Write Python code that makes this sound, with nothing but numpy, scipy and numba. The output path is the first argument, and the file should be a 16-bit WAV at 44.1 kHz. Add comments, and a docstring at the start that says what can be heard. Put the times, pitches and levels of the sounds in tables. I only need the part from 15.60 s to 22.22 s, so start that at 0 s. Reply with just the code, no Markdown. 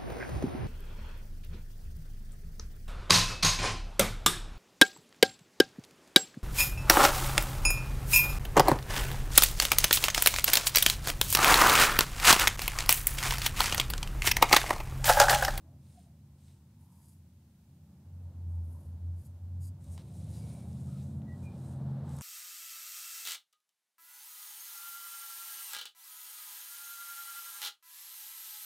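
"""A pencil sketches short strokes on paper close by: random slips excite the resonances of shaft and lead.
Hand and arm slide with a filtered rustle, and small ticks snap and thud on the desk.
Outside a vehicle drones as one sinusoid; overlapping its end, a rising stack of harmonics in the room's low
modes pulls away. Airy tones are narrow-band noise over a sinusoid: faint far ones, and the low paper and desk
resonance under pencil strokes. Behind lie dull traffic of coloured noise and microphone hiss."""
import sys
import numpy as np
from scipy import signal
from scipy.fft import rfft, irfft, next_fast_len
from scipy.io import wavfile
from scipy.ndimage import uniform_filter1d
from numba import njit

SR = 44100
rng = np.random.default_rng(int(sys.argv[2]) if len(sys.argv) > 2 else 0)


def rack_gain(trim_db):
    """Turn a fader trim in dB into the linear factor to multiply a signal by."""
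    fader = np.asarray(trim_db, float)
    return 10 ** (fader / 20)


def unload_wav(signal):
    """Save mono or channel-first audio to the path in sys.argv[1] as 16-bit WAV at rate SR, clipped to [-1, 1]."""
    wavfile.write(
        sys.argv[1],
        SR,
        np.round(np.clip(np.atleast_2d(signal).T, -1, 1) * 32767).astype(np.int16),
    )


N = 291809
T = np.arange(N) / SR  # time of each sample in s
FAR_DB = -83  # reference roar level of far traffic


def level(x, db):
    """Mean-square normalisation: scales to an rms level in dB re 1."""
    return x * rack_gain(db) / np.sqrt(np.mean(x ** 2))


def coloured(points, x=None):
    """Spectral shaping: noise (or x) filtered through (f/Hz, level/dB) points, silent above them, rms 1."""
    hz, db = np.transpose(points)
    size = next_fast_len(N)
    bins_hz = np.arange(size // 2 + 1) * SR / size
    # the 1 Hz offset avoids the logarithm of zero
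    gain = rack_gain(np.interp(np.log(bins_hz + 1), np.log(hz), db, right=-200))
    source = rng.standard_normal(N) if x is None else x
    return level(irfft(rfft(source, size) * gain, size)[:N], 0)


def ring(x, modes):
    """Modal superposition: a body answers in parallel (f/Hz, width/Hz, level/dB) resonances."""
    return sum(rack_gain(db) * signal.lfilter(*signal.iirpeak(hz, hz / width, SR), x) for hz, width, db in modes)


def steep(x, modes):
    """Cascaded resonance: each mode is passed twice for deeper valleys between modes; rms 1."""
    return level(sum(ring(ring(x, [m]), [(m[0], m[1], 0)]) for m in modes), 0)


@njit
def sweep(x, hz, width):
    """State-variable resonance: a band-pass of given width in Hz whose centre moves."""
    y, band, low = np.empty(len(x)), 0., 0.
    for i in range(len(x)):
        g, k = np.tan(np.pi * hz[i] / SR), width / hz[i]
        v = (band + g * (x[i] - low)) / (1 + g * (g + k))
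        band, low, y[i] = 2 * v - band, low + 2 * g * v, k * v
    return y


def walk(rate):
    """Low-passed random modulation: levels held 1 / rate s and averaged twice; spread near 1."""
    k = int(SR / rate)
    held = np.repeat(rng.standard_normal(N // k + 1), k)
    return 1.48 * uniform_filter1d(uniform_filter1d(held, k), k)[:N]


def grit(per_s, scatter_db):
    """Stick-slip as a random impulse train: tiny slips over the fibres, uneven in size and sign."""
    slips = rng.random(N) < per_s / SR
    return slips * rng.standard_normal(N) * rack_gain(scatter_db * rng.exponential(size=N))


def curve(rows):
    """Linear interpolation of (t/s, value) rows at every sample."""
    return np.interp(T, *np.transpose(rows))


def swells(rows, point, share=False):
    """Incoherent power sum of quarter-sine rises and falls; share adds the last column to the peak level.

    A point under 1 gives a broad top, over 1 a peaked one."""
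    shortest_s = .025  # least rise or fall
    power = np.zeros(N)
    for peak, rise, fall, db, last in rows:
        start, end = peak - max(rise, shortest_s), peak + max(fall, shortest_s)
        part = slice(int(start * SR), int(end * SR))
        ramp = np.interp(T[part], [start, peak, end], [0, 1, 0])
        shape = np.sin(np.pi / 2 * ramp) ** point
        power[part] += (shape * rack_gain(db + share * last)) ** 2
    return np.sqrt(power)


def pencil():
    """Stick-slip excitation: graphite catches on the paper's tooth and rings the shaft; pressure trembles."""
    # strokes: peak t/s, rise t/s, fall t/s, envelope peak level/dB, pressed lead re stroke level/dB
    strokes = [(1.244, .07, .045, -78, -8), (1.46, 0.23, 0.17, -73.5, -2.5), (2.955, .11, .05, -83.5, -1),
               (3.17, 0.23, 0.22, -76, -6.5), (3.65, 0.12, .08, -73.5, -2), (4.055, 0.064, 0.058, -66, 3)]
    # shaft modes: f/Hz, width/Hz, level/dB
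    shaft_modes = [(9650, 700, 0), (11600, 600, -7), (12450, 600, -3)]
    # lower modes under pressure: f/Hz, width/Hz, level/dB
    lead_modes = [(4850, 600, -6), (7200, 900, -4), (8100, 900, 0), (8830, 700, -2)]
    point = 1.4
    pressure = rack_gain(1.6 * walk(60))
    slips = grit(9000, 2.2) * pressure
    scrape_spectrum = [(3000, -16), (6000, -6), (9000, 0), (13500, -3), (15000, -18)]  # f/Hz, level/dB
    scrape = rack_gain(-3) * coloured(scrape_spectrum, grit(9000, 1.3) * pressure)
    shaft = (steep(slips, shaft_modes) + scrape) * swells(strokes, point)
    lead = steep(slips, lead_modes) * swells(strokes, point, True)
    return shaft + lead


def hand():
    """Sliding friction of skin and cloth: a bright rustle with a moving centre, and a duller scuff."""
    # slides on paper and cloth: peak t/s, rise t/s, fall t/s, envelope peak level/dB, scuff re slide level/dB
    slides = [(.35, .19, 0.17, -74, -4), (.86, 0.13, 0.19, -76.5, -3), (4.26, 0.072, .08, -72, -6.5),
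              (4.34, 0.064, 0.042, -63.5, -21), (4.39, 0.036, 0.065, -71, 3), (4.6, .14, 0.08, -72, -19),
              (4.765, 0.095, 0.081, -64, -10), (4.9, 0.12, .15, -68, -5), (4.85, .65, 0.34, -69.5, -3),
              (5.35, 0.55, 0.33, -70, -5), (5.8, 0.22, 0.39, -76.5, -3.5), (5.845, 0.037, 0.04, -69.5, -22),
              (6.09, 0.21, 0.11, -70, -7.5), (6.2, .5, 0.43, -81.5, -6), (6.57, 0.15, .12, -66, -6)]
    # spectral density of the rustle: f/Hz, level/dB
    bright_spectrum = [(3500, -13.5), (5500, -6), (6500, -3), (8500, -0.5), (10000, -3), (11000, -8),
                       (13000, -7.5), (14000, -17), (16000, -20)]
    # spectral density of the scuff: f/Hz, level/dB
    dull_spectrum = [(1200, -18), (2200, -6.5), (3200, -6), (3900, -0.5), (4600, -7.5), (5200, -5.5),
                     (6500, -19)]
    # centre of the rustle as the contact changes: t/s, f/Hz
    rustle = [(.2, 8700), (.33, 9200), (.8, 8300), (4.35, 8640), (4.6, 9350), (5.15, 9160), (5.35, 8300),
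              (5.84, 8340), (6.08, 8800), (6.5, 7900)]
    point = 1.4
    hz = curve(rustle)
    slips = grit(14000, 1.5) * rack_gain(.8 * walk(40))
    band = sweep(sweep(grit(14000, 1.5), hz, 1200.), hz, 1200.)
    centre = level(band, -5.5) * rack_gain(2 * walk(7))  # comes and goes
    bright = coloured(bright_spectrum, slips) + centre
    dull = coloured(dull_spectrum, grit(6000, 0.94)) * rack_gain(1.35 * walk(30))
    return swells(slides, point) * bright + swells(slides, point, True) * dull


def ticks():
    """Impact response: a snap that dies in a few ms, a thud from the desk and a short room tail."""
    # ticks of paper and pencil: t/s, snap peak level/dB, f/Hz, desk thud re snap level/dB
    tick_rows = [(4.242, -55, 8500, -24), (4.3784, -52.5, 3100, 10), (4.5544, -62, 7450, -20),
                 (4.643, -54, 8080, -19), (5.13, -53, 6000, -15), (5.295, -72, 1500, -2),
                 (5.619, -64.5, 1490, 7), (6.493, -52, 8300, -15), (6.567, -46, 9000, -19),
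                 (6.587, -44, 6200, -1), (6.610, -34, 7600, -4)]
    # desk mode: f/Hz, width/Hz, level/dB
    desk_mode = [(920, 890, 0)]
    length = 4000  # samples
    out, t = np.zeros(N + length), T[:length]
    decay = np.exp(-t / .001) + .07 * np.exp(-t / .03)  # snap and tail, time constants in s
    for s, db, hz, thud_db in tick_rows:
        blow = rng.standard_normal(length) * decay
        snap = steep(blow, [(hz, .7 * hz, 0)])
        thud = ring(blow, desk_mode)
        tick = snap / np.abs(snap).max() + rack_gain(thud_db) * thud / np.abs(thud).max()
        start = int(s * SR)
        out[start:start + length] += rack_gain(db) * tick
    return out[:N]


def tones():
    """Narrow-band resonance: noise over a steady sinusoidal core, swelling and fading softly."""
    # airy tones: faint far ones, and the low paper and desk resonance under pencil strokes (860 to 983 Hz):
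    # t/s, length t/s, f/Hz, half the resonance width/Hz, level before the swell/dB
    tone_rows = [(0.043, 0.16, 654, 50, -72.5), (0.346, 0.1, 715, 23, -65.5), (0.422, 0.12, 694, 57, -72.5),
                 (1.149, 0.48, 920, 120, -77), (2.876, 0.18, 860, 99, -72.5), (3.085, 0.19, 983, 80, -74),
                 (4.71, 0.19, 4840, 270, -71.5), (4.744, 0.42, 2290, 76, -76.5),
                 (5.279, 0.15, 1270, 98, -71), (5.654, 0.14, 1936, 34, -68.5),
                 (5.825, 0.14, 2424, 35, -64.5)]
    size = SR // 2
    out, t = np.zeros(N + SR), T[:size]
    for s, length, hz, width, db in tone_rows:
        shape = np.sin(np.pi * np.clip(t / length, 0, 1) ** 0.7) ** 1.3
        air = steep(rng.standard_normal(size), [(hz, 2 * width, 0)])
        core = 20 / width * np.sin(2 * np.pi * hz * t)  # stronger in narrower tones
        start = int(s * SR)
        out[start:start + size] += shape * level(air + core, db)
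    return out[:N]


def drone():
    """Tonal engine order: one sinusoid among the room's lowest modes, swelling and wavering."""
    # swells of the drone, the last ones overlapping the start of the pull:
    # peak t/s, rise t/s, fall t/s, envelope peak level/dB, f/Hz
    drone_rows = [(2.64, .2, 0.076, -44, 87.6), (2.961, 0.23, 0.29, -35.5, 84.7),
                  (3.3, 0.051, 0.095, -41.5, 83.5), (3.5, 0.12, .13, -36.5, 86.1),
                  (3.719, 0.048, 0.076, -43, 88.1), (4.02, 0.29, .17, -40, 89.46),
                  (4.23, 0.041, 0.048, -43.5, 92.9), (4.32, 0.049, 0.096, -43.5, 85.5)]
    hz = curve(np.array(drone_rows)[:, [0, 4]])
    tone = np.sqrt(2) * np.sin(2 * np.pi * np.cumsum(hz) / SR)  # rms 1
    return swells(drone_rows, 0.72) * rack_gain(1.24 * walk(21)) * tone


def engine():
    """Fourier series of uneven firings: unsteady multiples of the cycle rate, smeared in time on their way."""
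    # engine load: t/s, level before the room/dB
    load = [(3.9, -57.5), (4.3, -57.5), (4.7, -50.5), (5.1, -48), (5.5, -47), (5.9, -51.5), (6.25, -47.5),
            (6.62, -54)]
    # strength of each multiple of the cycle rate: multiple, level/dB
    orders = [(4, -11), (5, 0.5), (6, -8.5), (7, 10), (8, 3), (9, -2), (10, -1.5), (11, 0.5), (12, -2.5),
              (13, -4), (14, -22), (15, -9.5), (16, -25), (17, -17), (18, -17.5)]
    pull_s, pull_hz = 3.9, 12.7  # start of the pull in s, cycles per s there
    gain_hz_s, drag_hz_s2 = 3.45, .295  # rise of the cycle rate and its slowing
    start = int(pull_s * SR)
    t = T[:N - start]
    speed = pull_hz + gain_hz_s * t - drag_hz_s2 * t ** 2
    phase = 2 * np.pi * np.cumsum(speed * (1 + 0.0024 * walk(13)[start:])) / SR
    stack = np.zeros(N - start)
    for k, db in orders:
        # the quadratic phase delays higher multiples differently
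        stack += rack_gain(db + walk(3.13)[start:]) * np.cos(k * phase + .2 * k * k)
    out = np.zeros(N)
    out[start:] = stack * np.clip(t / 0.046, 0, 1)  # onset in 0.046 s
    return np.sqrt(2) * out * rack_gain(curve(load))


def boom(roar_db):
    """Modal room response: engine and traffic rumble excite low modes, with little passing below the lowest."""
    # spectral density of the rumble: f/Hz, level/dB
    rumble = [(25, -16.5), (50, -23), (75, 0.5), (150, -5.5), (250, -15), (400, -32.5), (600, -65)]
    # low room modes: f/Hz, width/Hz, level/dB
    room_modes = [(77, 5, -10), (87, 7, 0), (107, 9, -6), (136, 9, 0), (155, 6, -1), (183, 8, 0),
                  (211, 8, 0), (238, 11, -2), (264, 11, -4), (305, 16, -5), (343, 12, -2)]
    # spectral density of building rumble below the modes: f/Hz, level/dB
    building = [(15, 1), (30, 3), (60, -2), (90, -24.5)]
    through_db, lowest_hz = -26, 68.2  # unresonant sound passing through; cutoff below the modes
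    swell = rack_gain(-51.5 + 0.48 * (roar_db - FAR_DB))  # rumble rises 0.48 dB per dB of roar
    outside = engine() + coloured(rumble) * swell
    inside = ring(outside, room_modes) + rack_gain(through_db) * outside
    high_pass = signal.butter(4, lowest_hz, "high", fs=SR, output="sos")
    return signal.sosfilt(high_pass, inside) + coloured(building) * swell * rack_gain(-32)


def tyre_roar(roar_db):
    """Broadband tyre noise: dull and brighter roar grow with nearness, coloured by higher room modes."""
    # spectral density of the dull roar: f/Hz, level/dB
    roar_far = [(250, -21), (330, 6), (400, -6), (560, -3), (700, -4.5), (850, -17.5), (1200, -39),
                (2000, -39.5)]
    # spectral density of the brighter roar: f/Hz, level/dB
    roar_near = [(500, -21.5), (800, 4), (1050, -1.5), (1500, -6.5), (2500, -21.5), (4000, -17),
                 (8000, -39)]
    # higher room modes: f/Hz, width/Hz, level/dB
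    mid_modes = [(447, 26, 0), (521, 10, -2), (567.4, 20, 0), (706, 26, -4.5), (809, 24.5, -1.5),
                 (905, 23, 2), (1039.5, 21, -0.5)]
    # tyres come close over the last moments: 11 dB more, with a time constant of 0.58 s
    close_db = 11 * np.exp((T - T[-1]) / 0.58)
    bright_db = -85.5 + .6 * (roar_db - FAR_DB) + close_db
    roar = coloured(roar_far) * rack_gain(roar_db) + coloured(roar_near) * rack_gain(bright_db)
    roar = roar * rack_gain(1.1 * walk(4.92))
    return roar + rack_gain(-1.0) * ring(roar, mid_modes)


def hiss():
    """Stationary self-noise of the microphone: coloured noise at a constant level."""
    # spectral density of the hiss: f/Hz, level/dB
    hiss_spectrum = [(240, -34), (400, -4.5), (596, -4), (750, -12), (810, -21), (945, -17.5),
                     (1470, -11.5), (1620, -12), (1800, -12), (15700, -15)]
    return rack_gain(-78.5) * coloured(hiss_spectrum)


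def side_noise():
    """Antiphase noise: one coloured noise, to be added to one channel and taken from the other."""
    spectrum = [(150, -7), (350, 1.5), (1000, -3.0), (3000, 1.5), (16000, 3)]  # f/Hz, level/dB
    return rack_gain(-79.5) * coloured(spectrum)


def scene():
    """Linear superposition: all sources reach one capsule; antiphase noise separates the two channels."""
    # nearness of the traffic: t/s, tyre roar level before wavering and room/dB
    traffic = [(0, -76), (.6, -82.5), (1.9, -84.5), (2.3, -81.5), (2.7, -74.5), (3.1, -70.5), (3.4, -73.5),
               (3.9, -74), (4.25, -68.5), (4.7, -62.5), (5.2, -64), (5.8, -61), (6.2, -61), (6.62, -58.5)]
    roar_db = curve(traffic)
    close = pencil() + hand() + ticks()
    outside = drone() + boom(roar_db) + tyre_roar(roar_db)
    mono = close + tones() + outside + hiss()
    side = side_noise()
    return np.array([mono + side, mono - side])


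def low_pass(x):
    """Removes everything above the highest recorded frequency."""
    return signal.sosfilt(signal.butter(12, 15810, fs=SR, output="sos"), x)


def record(dry):
    """Superposition is complete here: the finished two-channel mix is recorded as a whole."""
    return low_pass(dry)


dry = scene()
out = record(dry)
unload_wav(out)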